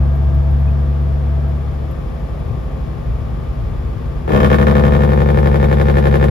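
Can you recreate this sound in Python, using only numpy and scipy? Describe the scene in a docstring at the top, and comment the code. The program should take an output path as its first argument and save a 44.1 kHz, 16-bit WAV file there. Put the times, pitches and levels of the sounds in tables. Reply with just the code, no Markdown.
"""The cab of a six-cylinder diesel truck: the engine pulls, coasts, then the engine brake cuts in.
Firings sound as phase-locked tones of the engine cycle, with a clatter of noise that pulses with them.
The brake valves vent each cylinder as a pulse that rings the exhaust stack and cab panels and blows gas.
Thin whines, one squeak and small rattles are added; road rumble and wind are coloured noise throughout.
Two microphone ports hear every source with differing level, phase and share of common sound."""
import sys
import numpy as np
from scipy import signal
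from scipy.fft import rfft, irfft
from scipy.io import wavfile
from scipy.ndimage import uniform_filter1d

SR = 44100
rng = np.random.default_rng(int(sys.argv[2]) if len(sys.argv) > 2 else 0)


def log_audio(samples):
    """Write samples as a 16-bit WAV file to the path given in sys.argv[1]."""
    # one column per channel
    frames = np.atleast_2d(samples).T
    # limit to full scale, then quantise
    limited = np.clip(frames, -1, 1)
    pcm = np.round(limited * 32767).astype(np.int16)
    wavfile.write(sys.argv[1], SR, pcm)


N = 277830
TIME = np.arange(N) / SR  # s
FREQ = np.maximum(np.fft.rfftfreq(N, 1 / SR), 1)  # Hz

# Engine speed, which creeps up downhill and sags under the brake. Each row: time in s, firings per s.
FIRING_RATE = [(0, 69.9), (.6, 70.5), (1.5, 70.9), (4.2, 71.8), (6.3, 69.82)]
CYLINDER_COUNT = 6
# Fuelling, eased and then lifted off in two steps. Each row: time in s, load in dB.
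LOAD = [(0, 0), (.63, -1), (.93, -2.5), (1.5, -3), (1.65, -9), (1.86, -10), (2.05, -16), (6.3, -13.5)]
# Engine tones. Each row: multiple of the cycle rate, rms level in dB at zero load, dB per dB of load.
ENGINE_TONES = [(4, -51, -1.1), (5, -40, -0.5), (9, -30, 0.24), (12, -33, 0.1), (14, -45.5, -0.5),
                (18, -40.5, 7), (20, -35, 0.43), (22, -44.5, 5), (28, -43, 0.2), (30, -44.5, 1.5),
                (38, -54, 2.5), (42, -44, 3), (44, -45.5, 0), (53, -50.5, 0.4), (56, -36, 1)]
PULL_BOOM_DB, BRAKE_BOOM_DB, BRAKE_BOOM_RISE_S = -12.5, -16, 0.08
BOOM_LEAD_MS, DRONE_TOP_HZ = .7, 1800
OCTAVE_DB, OCTAVE_DB_PER_LOAD_DB = -20, 1.18

# Spectrum of the block's combustion clatter. Each row: frequency in Hz, relative density in dB per Hz.
CLATTER_SPECTRUM = [(400, -21.5), (650, 9.5), (900, 5.5), (1400, -3), (1650, -7.5), (2200, -23.5),
                    (3300, -35), (5000, -51.5)]
CLATTER_DB, CLATTER_DEPTH = -39.5, 0.13

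FIRST_VENT_S = 4.2784
# Cylinders in firing order. Each row: relative thump level in dB, thump delay in ms, bark delay in ms.
CYLINDERS = [(.1, 0.68, 1.136), (-5.5, -0.6, 0.94), (-3, -2.1, -0.35), (-0.1, -1.56, -0.95),
             (0.5, -0.12, 0.9), (0.4, -0.62, 0.6)]
# How far each cylinder's crack comes ahead of its even turn, in firing order: one lead in ms each.
CRACK_EARLY_MS = [.55, .8, .9, .9, .82, 1.18]
# Pressure vented by the brake, which climbs and then settles. Each row: time in s, level in dB.
PRESSURE = [(4.1, -18), (4.22, -13), (4.28, -10), (4.33, -3.5), (4.38, -1.5), (4.47, -2), (4.9, -2),
            (5.15, -3.5), (5.6, -4.5), (6.3, -4)]
# Fading of some resonances early in the braking. Each row: time in s, level in dB.
EARLY_FADE = [(4.28, -11), (4.35, 1.5), (4.6, -5.5), (4.95, -4), (5.15, -16.5), (6.3, -25)]
# How each part of a vent follows the pressure: offset in dB, dB per dB of pressure.
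THUMP_FOLLOWS, BARK_FOLLOWS = (1.9, 0.72), (1.28, 0.47)
CRACK_FOLLOWS, GAS_FOLLOWS = (-31.5, 1.71), (-28, 0.87)
# Bark strength, uneven among the cylinders and shifting from cycle to cycle.
# Each row: start of the cycle in s, then the relative level in dB of each cylinder in firing order.
BARK_PATTERN = [(4.278, 0.5, -1, 3.5, -7, 2.5, 3), (4.362, 0, -2, -2.5, 1, -1.5, 3.5),
                (4.446, 1.5, -7, -4, -7, -0.5, 5), (4.53, -4, 1.5, -30, -23, 2, 1.5),
                (4.614, 1, -3, -4, -9, 3, 1.5), (4.74, -0.5, 0, 0.5, -8, 2, -2),
                (4.951, 2, -1, -4.5, -1.5, 1.5, -15), (5.204, 2, 3, -2.5, -9, 0.5, -9),
                (5.459, 4, 1, -3.5, -4, -0.5, -7), (5.714, 3, 3, -2.5, -10, -2, -4),
                (6.013, 2.5, 4, -4, -4.5, -2.5, 0)]
# Crack strength, likewise uneven and shifting.
# Each row: start of the cycle in s, then the relative level in dB of each cylinder in firing order.
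CRACK_PATTERN = [(4.278, 4, 5, 0, 4.5, 0.5, 1.5), (4.362, 4, -1, -8, 4.5, -7, 1.5),
                 (4.446, 6, -0.5, -5, -11, 3.5, 0.5), (4.53, 5.5, 4, -13.5, -19, 3.5, -2),
                 (4.614, 1, 2.5, -26, -15, 4, 1.5), (4.74, -4, 1.5, -9, -9, 2, -0.5),
                 (4.951, 0, -3, -21, -6, -0.5, -2), (5.204, 1, 1, -11, -14, -2.5, -4),
                 (5.459, 2, 3, -16, -14, -1, -3), (5.714, 2, 5, -8, -17, -2.5, -0.5),
                 (6.013, 4.5, 4.5, -10, -16.5, -1.5, -1)]

# The gas in the stack warms up, so its resonances start flat and climb. Each row: time in s, pitch ratio.
WARMING = [(4.27, 0.9), (4.36, .955), (4.6, .97), (4.85, 0.99), (6.3, 0.99)]
# Lowest resonances of stack and cab. Each row: nominal centre in Hz, width in Hz,
# left relative level in dB, left sign, right relative level in dB, right sign.
THUMP_MODES = [(102, 10, -32, 1, -35, 1), (140, 10, -23, -1, -27, -1), (171, 10, -25, 1, -36, 1),
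               (219, 16, -16.5, 1, -21, 1), (222, 10, -12.8, -1, -19.5, -1)]
# Middle resonances of stack and cab. Each row: nominal centre in Hz, width in Hz,
# left relative level in dB, left signed factor, right relative level in dB, right signed factor.
BARK_MODES = [(320.8, 7.9, -28, -0.81, -40.5, 0.74), (346.4, 14, -33, 1.0, -46.6, -0.62),
              (370.4, 7.5, -32.5, -1.1, -59.5, -0.92), (412.2, 13, -41, -1.0, -29, -0.83),
              (435, 17, -31, -0.6, -40.5, -1.1), (455, 81, -26.5, 0.77, -64.5, -0.59),
              (483.4, 10.6, -33, -0.68, -61, -1.0), (506, 8.9, -32.5, 1.0, -35, -1.05),
              (560.3, 6.8, -35, -1.03, -45, 1.0), (584, 31, -55, -1.0, -39, 0.92),
              (627, 8.6, -37.5, 0.95, -37.5, 1.0), (732.5, 13, -52, 1.0, -37, 0.8),
              (791, 30.0, -43.5, 0.89, -56, -1.1), (880.4, 10.0, -38, 0.93, -39, 1.0),
              (932, 34, -46, -0.88, -49.6, 0.67), (950, 52, -36.5, 0.57, -59.5, 0.85)]
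# Low resonances heard mainly early in the braking. Each row: nominal centre in Hz, width in Hz,
# left relative level in dB, left signed factor, right relative level in dB, right signed factor.
EARLY_BARK_MODES = [(249.4, 21, -34.5, 1, -34.5, 0.95), (536, 17, -29, -0.64, -37.5, -1.1),
                    (651.6, 20.7, -26, 0.45, -34, 0.42), (814, 14, -48, 0.7, -45.5, 0.56),
                    (1290, 20, -40, -1, -50, -1)]
# Cab panels rung by the crack, steady in pitch. Each row: centre in Hz, width in Hz,
# left relative level in dB, left signed factor, right relative level in dB, right signed factor.
PANEL_MODES = [(1010, 110, 10, -1.06, -7, -1), (1071, 45, 12.5, -1, 2, -1), (1140, 72, 9.5, 1, 3, 1),
               (1232, 42, 10.5, -0.94, 10, -1.1), (1325, 50, 0, 1, 3.5, 1),
               (1382, 66, 13, -1.02, 9.5, -0.92), (1453, 50, 10.5, -1.02, -1.5, -1),
               (1520, 50, 8, 0.97, 2.5, -1), (1590, 40, 5.5, -1.1, 3, -1), (1686, 50, 7, -0.87, -10, -1),
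               (1733, 41, 2, 0.97, 2, 0.91), (1822, 49, 12.5, 1, 9.5, 0.89), (2227, 48, 6, 1, 1, 1),
               (2463, 53, 3.5, 0.98, -11.5, -1), (2830, 44, -2, 1, -5, 0.9), (3067, 45, 4, 1, -8, -1),
               (3630, 74, 5, 1, -1, -1.3)]
# Upper resonances heard mainly early in the braking.
# Each row: centre in Hz, width in Hz, relative level in dB.
BLARE_MODES = [(855, 60, 1), (990, 47, 9), (1150, 56, 21), (1284, 60, 1), (1620, 35, -3), (2600, 67, 5),
               (3140, 31, 4), (3500, 60, -7)]
THUMP_TOP_HZ, BARK_TOP_HZ, CRACK_TOP_HZ = 320, 1300, 3500
THUMP_RIGHT_LATE_MS, BARK_RIGHT_LATE_MS, CRACK_RIGHT_LATE_MS = .76, -.64, .44
CRACK_GAIN_DB, CRACK_COMMON_LIFT = 39.5, .85
CAB_T60_S, CAB_DB = .12, -9
SNAP_HZ, SNAP_WIDTH_HZ, SNAP_GAIN_DB = 1650, 1550, 39
# The snap reaches each port directly, then off glass, doors and roof: delays in ms, gains in dB.
LEFT_PATHS_MS, LEFT_PATHS_DB = [.38, 3.75], [3, -4]
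RIGHT_PATHS_MS, RIGHT_PATHS_DB = [0, .82, 2, 6.6], [-13, -1, -12, -10]

# Spectrum of the gas rush. Each row: frequency in Hz, relative density in dB per Hz.
GAS_SPECTRUM = [(300, -37.5), (500, -35), (1000, -29), (1800, -19), (2600, -30.5), (3600, -28),
                (4200, -35.5), (5200, -37.5), (5800, -44.5), (8500, -38.5), (12500, -47), (15500, -58.5)]
GAS_GAIN_DB, GAS_T60_S, GAS_STEADY, GAS_CONTRAST = -5.5, 0.13, 0.067, 1.06

# Centre pitches of the faint gear and pump whines: one frequency in Hz each.
WHINE_HZ = [1074, 1144, 1193, 1238, 1622, 3430, 5490]
# Strength of those whines. Each row: rms level in dB at zero load, dB per dB of load.
WHINE_LEVELS = [(-61.5, -0.9), (-51.5, 0), (-57, -0.5), (-54.5, 5), (-50.5, 1), (-71, 0.5), (-79.5, 0)]
WHINE_WANDER = .0008  # relative pitch spread

SQUEAK_S, SQUEAK_LENGTH_S, SQUEAK_HZ, SQUEAK_DB = .684, .008, 2520, -39.5
# Small rattles. Each row: start in s, peak level in dB.
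RATTLES = [(0.1535, -50), (0.2294, -59), (0.3464, -50.5), (0.5087, -52), (0.5964, -51), (0.7028, -54),
           (1.482, -52), (1.9084, -47)]
RATTLE_HZ, RATTLE_WIDTH_HZ, RATTLE_ATTACK_S, RATTLE_T60_S = 12100, 2500, .003, .06

# Spectrum of tyre rumble and wind. Each row: frequency in Hz, relative density in dB per Hz.
ROAD_SPECTRUM = [(22, -37), (35, -13), (45, -8.5), (58, -3), (75, -10.5), (93, -11.5), (115, -3.5),
                 (135, -11.5), (170, -16), (245, -17), (285, -23), (340, -18.5), (460, -18.5), (550, -20),
                 (610, -24.5), (660, -20), (700, -26), (765, -24.5), (870, -27.5), (1010, -32.5),
                 (1170, -29.5), (1300, -33), (1430, -36), (1920, -37), (2050, -40.5), (2290, -39),
                 (2800, -43.5), (3530, -43.5), (3800, -48), (4400, -49.5), (5400, -51), (5900, -56.5),
                 (9000, -55), (12500, -63), (15500, -73)]
# Rise and fall of the road's bass. 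Each row: time in s, gain in dB.
RUMBLE = [(0, 4), (1, 2), (1.6, 0.5), (2, 1), (2.25, 1), (2.45, 6), (2.7, 4), (2.95, 5), (3.2, 4.5),
          (3.45, 3.5), (3.7, 5), (3.9, 6), (4.1, 6.5), (4.6, -1), (6.3, 1.5)]
ROAD_DB, RUMBLE_LEFT_DB, RUMBLE_LUMPS_DB = -25.5, 2, -0.56

# Level balance of the two ports. Each row: frequency in Hz, left minus right in dB.
BALANCE_DB = [(60, -2.5), (110, 9), (200, -2), (380, 4), (700, 2.5), (1290, 1.5), (2380, 4), (4400, 7),
              (8120, 1.5), (15000, -1.5)]
# Sound common to both ports. Each row: frequency in Hz, share from 0 to 1.
COMMON = [(60, 1), (130, 0.94), (400, 0.2), (2000, 0.23), (4500, 0.51), (8500, 0.3), (12500, 0.93)]
# Phase of sound from the stack. Each row: frequency in Hz, lead of the left port in radians.
STACK_LEAD = [(430, 2.2), (1380, 3.7), (1810, 5.3), (2840, 8.1), (3620, 6.9), (4910, 7.1), (5940, 5),
              (7580, 3.4), (9470, 3), (12500, .2), (15200, 0)]
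# Phase of sound from the road and engine. Each row: frequency in Hz, lead of the left port in radians.
ROAD_LEAD = [(60, 0), (200, .5), (690, 1.5), (1640, -1), (2600, 1), (4740, .6), (5600, -.9), (7240, -1.8),
             (7670, -3), (9560, -3.5), (12400, -6.2), (15200, -6.3)]
CANCEL_HZ, CANCEL_WIDTH_HZ = 8576, 1730
EDGE_FADE_S, CEILING, TOP_HZ = .004, .97, 15600


def drone(cycle):
    """Harmonic synthesis: firings or vents boom in the cab, and other orders of the cycle follow the load."""
    firing = CYLINDER_COUNT * cycle + over_time(FIRING_RATE)[0] * BOOM_LEAD_MS / 1000
    load_db = over_time(LOAD)[0]
    braking = 1 - np.exp(-np.maximum(TIME - FIRST_VENT_S, 0) / BRAKE_BOOM_RISE_S)
    boom_gain = undb(PULL_BOOM_DB + load_db) + undb(BRAKE_BOOM_DB) * braking
    boom = boom_gain * np.cos(2 * np.pi * firing)
    # the octave is locked to the firing: flat crests, sharp troughs
    octave_db = OCTAVE_DB + OCTAVE_DB_PER_LOAD_DB * load_db + .5 * walk(3.4)
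    tones = -undb(octave_db) * np.cos(2 * np.pi * 2 * firing)
    for order, db, share in ENGINE_TONES:
        # each tone wanders in phase on its own, higher orders more
        turn = order * (cycle + 0.0016 * walk(17)) + rng.random()
        tone_db = db + share * load_db + 0.21 * walk(26)
        tones = tones + undb(tone_db) * np.cos(2 * np.pi * turn)
    return soften(ports(np.sqrt(2) * (boom + tones), np.zeros(N), ROAD_LEAD), DRONE_TOP_HZ)


def brake(cycle):
    """Impulse excitation: each cylinder vents in turn, along its own path, into stack, panels and cab air."""
    turns = np.arange(int(cycle[-1] * CYLINDER_COUNT))
    cylinder = turns % CYLINDER_COUNT
    thump_db, thump_ms, bark_ms = np.array(CYLINDERS)[cylinder].T
    time_chance, size_chance = rng.standard_normal((len(turns), 2)).T
    at = np.interp(turns / CYLINDER_COUNT, cycle, TIME) + 0.021 * time_chance / 1000
    pressure_db = over_time(PRESSURE)[0]
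    vent_pressure_db = np.interp(at, TIME, pressure_db)
    crack_pattern_db = pattern(CRACK_PATTERN, at)

    def vents(late_ms, follows, relative_db):
        """Each vent is an impulse whose strength follows the pressure, with a small scatter."""
        db = follow(follows, vent_pressure_db) + relative_db + .7 * size_chance
        return pulses(at + late_ms / 1000, db)

    thumps = vents(thump_ms, THUMP_FOLLOWS, thump_db)
    barks = vents(bark_ms, BARK_FOLLOWS, pattern(BARK_PATTERN, at))
    cracks = vents(-np.array(CRACK_EARLY_MS)[cylinder], CRACK_FOLLOWS, crack_pattern_db)
    puffs = vents(0, GAS_FOLLOWS, GAS_CONTRAST * crack_pattern_db)
    early_gain = undb(over_time(EARLY_FADE)[0])
    # the gate opens just before the first vent
    engaged = np.clip((TIME - FIRST_VENT_S) * 100 + 1, 0, 1)
    struck = stack(thumps, barks, early_gain) + crack(cracks, early_gain) + snap(cracks)
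    return struck * engaged + gas(puffs, pressure_db)


def stack(thumps, barks, early_gain):
    """Forced resonance: softened pulses ring the low thump and middle bark of the exhaust stack."""
    barks = soften(barks, BARK_TOP_HZ)
    thump = ring_pair(soften(thumps, THUMP_TOP_HZ), THUMP_MODES, THUMP_RIGHT_LATE_MS)
    bark = ring_pair(barks, BARK_MODES, BARK_RIGHT_LATE_MS)
    early_bark = ring_pair(early_gain * barks, EARLY_BARK_MODES, 0)
    # a pulse of this size once a cycle gives tones of amplitude 1
    unit = SR * CYLINDER_COUNT / (2 * FIRING_RATE[-1][1])
    return unit * (thump + bark + early_bark)


def crack(cracks, early_gain):
    """Modal vibration and reverberation: the crack rings cab panels, and the hard walls add a dense tail."""
    softened = soften(cracks, CRACK_TOP_HZ)
    rung = undb(CRACK_GAIN_DB) * ring_pair(softened, PANEL_MODES, CRACK_RIGHT_LATE_MS, resonance)
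    blare = undb(CRACK_GAIN_DB) * ring(early_gain * cracks, BLARE_MODES)
    tail_s = np.arange(SR // 10) / SR
    # an independent tail for each port
    tails = rng.standard_normal((2, len(tail_s))) * np.exp(-np.log(1000) * tail_s / CAB_T60_S)
    tails = [h / np.sqrt(np.sum(h ** 2)) for h in tails]
    cab = np.array([signal.fftconvolve(rung[0] + blare, h)[:N] for h in tails])
    return rung + ports(blare, cab[1], STACK_LEAD, CRACK_COMMON_LIFT) + undb(CAB_DB) * cab


def snap(cracks):
    """Direct sound and early reflections: the pressure front is a dry snap arriving by several paths."""
    band = signal.iirpeak(SNAP_HZ, SNAP_HZ / SNAP_WIDTH_HZ, SR)
    front = undb(SNAP_GAIN_DB) * signal.filtfilt(*band, cracks)
    left = paths(front, LEFT_PATHS_MS, LEFT_PATHS_DB)
    right = paths(front, RIGHT_PATHS_MS, RIGHT_PATHS_DB)
    return np.array([left, right])


def gas(puffs, pressure_db):
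    """Turbulent flow: noise swells at each vent and decays onto a steady flow set by the pressure."""
    decay = np.exp(-np.log(1000) / (GAS_T60_S * SR))
    puff = signal.lfilter([1], [1, -decay], puffs)
    steady = GAS_STEADY * undb(follow(GAS_FOLLOWS, pressure_db))
    flow = uniform_filter1d(puff + steady, size=220)  # smoothed over 5 ms
    return flow * undb(GAS_GAIN_DB) * hiss(GAS_SPECTRUM, STACK_LEAD)


def clatter(cycle):
    """Amplitude modulation: noise from the block pulses with the firings and follows the load."""
    pulse = 1 + CLATTER_DEPTH * np.cos(2 * np.pi * CYLINDER_COUNT * cycle)
    return pulse * undb(CLATTER_DB + over_time(LOAD)[0]) * hiss(CLATTER_SPECTRUM, ROAD_LEAD)


def whines():
    """Frequency modulation: thin tones of gears and pumps wander a little in pitch and level."""
    load_db = over_time(LOAD)[0]
    out = np.zeros(N)
    for hz, (db, share) in zip(WHINE_HZ, WHINE_LEVELS):
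        gain = undb(db + share * load_db + 1.3 * walk(8.2))
        turn = np.cumsum(hz * (1 + WHINE_WANDER * walk(8))) / SR
        out += gain * np.cos(2 * np.pi * turn)
    return ports(np.sqrt(2) * out, np.zeros(N), ROAD_LEAD)


def squeak():
    """Tone burst: one short squeak of cab trim is a sine under a flat-topped envelope."""
    envelope = np.exp(-((TIME - SQUEAK_S) / SQUEAK_LENGTH_S) ** 4)
    tone = envelope * np.sin(2 * np.pi * SQUEAK_HZ * TIME)
    return ports(undb(SQUEAK_DB) * tone, np.zeros(N), ROAD_LEAD)


def rattles():
    """Damped noise bursts: loose fittings tick in a narrow treble band."""
    out, since = np.zeros(N), TIME[:SR // 10]
    shape = (1 - np.exp(-since / RATTLE_ATTACK_S)) * np.exp(-np.log(1000) * since / RATTLE_T60_S)
    for s, db in RATTLES:
        burst = shape * rng.standard_normal(len(since))
        for _ in range(2):
            burst = resonance(burst, RATTLE_HZ, RATTLE_WIDTH_HZ)
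        out[int(s * SR):][:len(since)] += undb(db) * burst / np.abs(burst).max()
    return ports(out, np.zeros(N), ROAD_LEAD)


def road():
    """Broadband noise: tyre rumble through the frame and wind; the bass heaves with the road surface."""
    steady = hiss(ROAD_SPECTRUM, ROAD_LEAD)
    bass = soften(steady, 150)
    side_db = RUMBLE_LEFT_DB / 2 * np.array([[1], [-1]])
    heave_db = over_time(RUMBLE)[0] + RUMBLE_LUMPS_DB * walk(12.0) + side_db
    return undb(ROAD_DB) * (steady + bass * (undb(heave_db) - 1))


def follow(follows, pressure_db):
    """A power law of pressure is a straight line in dB."""
    offset_db, slope = follows
    return offset_db + slope * pressure_db


def pattern(table, at):
    """Periodic excitation: each vent takes its cylinder's level, read at the start of its cycle."""
    s, *columns = np.transpose(table)
    starts = at[::CYLINDER_COUNT]
    return np.transpose([np.interp(starts, s, c) for c in columns]).ravel()[:len(at)]


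def pulses(at, db):
    """Fractional delay: each impulse is shared between two samples."""
    whole, part = np.divmod(at * SR, 1)
    whole, size = whole.astype(int), undb(db)
    out = np.zeros(N + 100)
    out[whole] = size * (1 - part)
    out[whole + 1] = size * part
    return out[:N]


def resonance(x, hz, width):
    """A damped oscillator, gain 1 at its centre."""
    return signal.lfilter(*signal.iirpeak(hz, hz / width, SR), x)


def gliding(x, hz, width):
    """A stack resonance rises with the sound speed of the warming gas; silent before the brake."""
    start = int((FIRST_VENT_S - .02) * SR)
    turn = np.exp(2j * np.pi * hz * np.cumsum(over_time(WARMING)[0][start:]) / SR)
    pole = np.exp(-np.pi * width / SR)
    # shift the moving centre down to 0 Hz, smooth there, and shift back
    smooth = signal.lfilter([1 - pole], [1, -pole], x[start:] / turn)
    out = np.zeros(N)
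    out[start:] = 2 * np.real(turn * smooth)
    return out


def ring(x, modes):
    """Modal superposition, neighbours in opposite sign as in a pipe."""
    return sum((-1) ** k * undb(db) * resonance(x, hz, width) for k, (hz, width, db) in enumerate(modes))


def ring_pair(x, modes, right_late_ms, voice=gliding):
    """Modal superposition at two points: each mode has its own strength and polarity at each port."""
    rings = np.array([voice(x, m[0], m[1]) for m in modes])
    _, _, left_db, left_factor, right_db, right_factor = np.transpose(modes)
    left = (undb(left_db) * left_factor) @ rings
    right = (undb(right_db) * right_factor) @ rings
    return np.array([left, np.roll(right, int(right_late_ms * SR / 1000))])


def paths(x, late_ms, db):
    """Multipath propagation: a sum of delayed copies."""
    return sum(undb(d) * np.roll(x, round(ms * SR / 1000)) for ms, d in zip(late_ms, db))


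def soften(x, hz):
    """Low-pass filtering: a steep loss above hz without delay."""
    return signal.sosfiltfilt(signal.butter(3, hz, fs=SR, output="sos"), x)


def hiss(spectrum, lead):
    """Spectral shaping of white noise, to rms 1 on the left port."""
    white = rfft(rng.standard_normal((2, N)))
    a, b = irfft(white * undb(over_freq(spectrum)), N)
    return ports(level(a, 0), level(b, 0), lead)


def ports(common, other, lead, lift=0):
    """Partial coherence: right hears the left's sound shifted, rebalanced and mixed with another."""
    share = np.clip(over_freq(COMMON), 0, 1)
    share = np.clip(share + lift * (1 - share), 0, 1)
    shifted = share * rfft(common) * np.exp(-1j * over_freq(lead))
    right = shifted + np.sqrt(1 - share ** 2) * rfft(other)
    return np.array([common, irfft(right * undb(-over_freq(BALANCE_DB)), N)])


def walk(rate):
    """A slow random process of rms 1, redrawn at the given rate in Hz and smoothed."""
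    k = int(SR / rate)
    steps = np.repeat(rng.standard_normal(N // k + 1), k)
    return level(uniform_filter1d(steps, k)[:N], 0)


def over_time(table):
    """Linear interpolation of a table's columns at every sample."""
    s, *columns = np.transpose(table)
    return [np.interp(TIME, s, c) for c in columns]


def over_freq(table):
    """Interpolation at every frequency bin, straight on a logarithmic axis."""
    hz, value = np.transpose(table)
    return np.interp(np.log(FREQ), np.log(np.maximum(hz, 1)), value)


def level(x, db):
    """Normalisation to an rms level in dB."""
    return x * undb(db) / np.sqrt(np.mean(x ** 2))


def undb(db):
    """Amplitude ratio of a level in dB."""
    return 10 ** (np.asarray(db) / 20)


def scene():
    """Superposition: engine sources share one crankshaft angle, in engine cycles from the first vent."""
    cycle = np.cumsum(over_time(FIRING_RATE)[0]) / SR / CYLINDER_COUNT
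    cycle -= np.interp(FIRST_VENT_S, TIME, cycle)
    engine = drone(cycle) + brake(cycle) + clatter(cycle)
    return engine + whines() + squeak() + rattles() + road()


def record(dry):
    """Saturation rounds peaks; opposed ports cancel in sum round one treble band; a low-pass cuts the top."""
    dry = dry * np.minimum(np.minimum(TIME, TIME[::-1]) / EDGE_FADE_S, 1)
    dry = dry / (1 + np.abs(dry / CEILING) ** 6) ** (1 / 6)
    mid, side = (dry[0] + dry[1]) / 2, (dry[0] - dry[1]) / 2
    edges = [CANCEL_HZ - CANCEL_WIDTH_HZ / 2, CANCEL_HZ + CANCEL_WIDTH_HZ / 2]
    mid = signal.sosfiltfilt(signal.butter(2, edges, "bandstop", fs=SR, output="sos"), mid)
    both = np.array([mid + side, mid - side])
    return signal.sosfiltfilt(signal.ellip(8, .1, 40, TOP_HZ, fs=SR, output="sos"), both)


dry = scene()
out = record(dry)
log_audio(out)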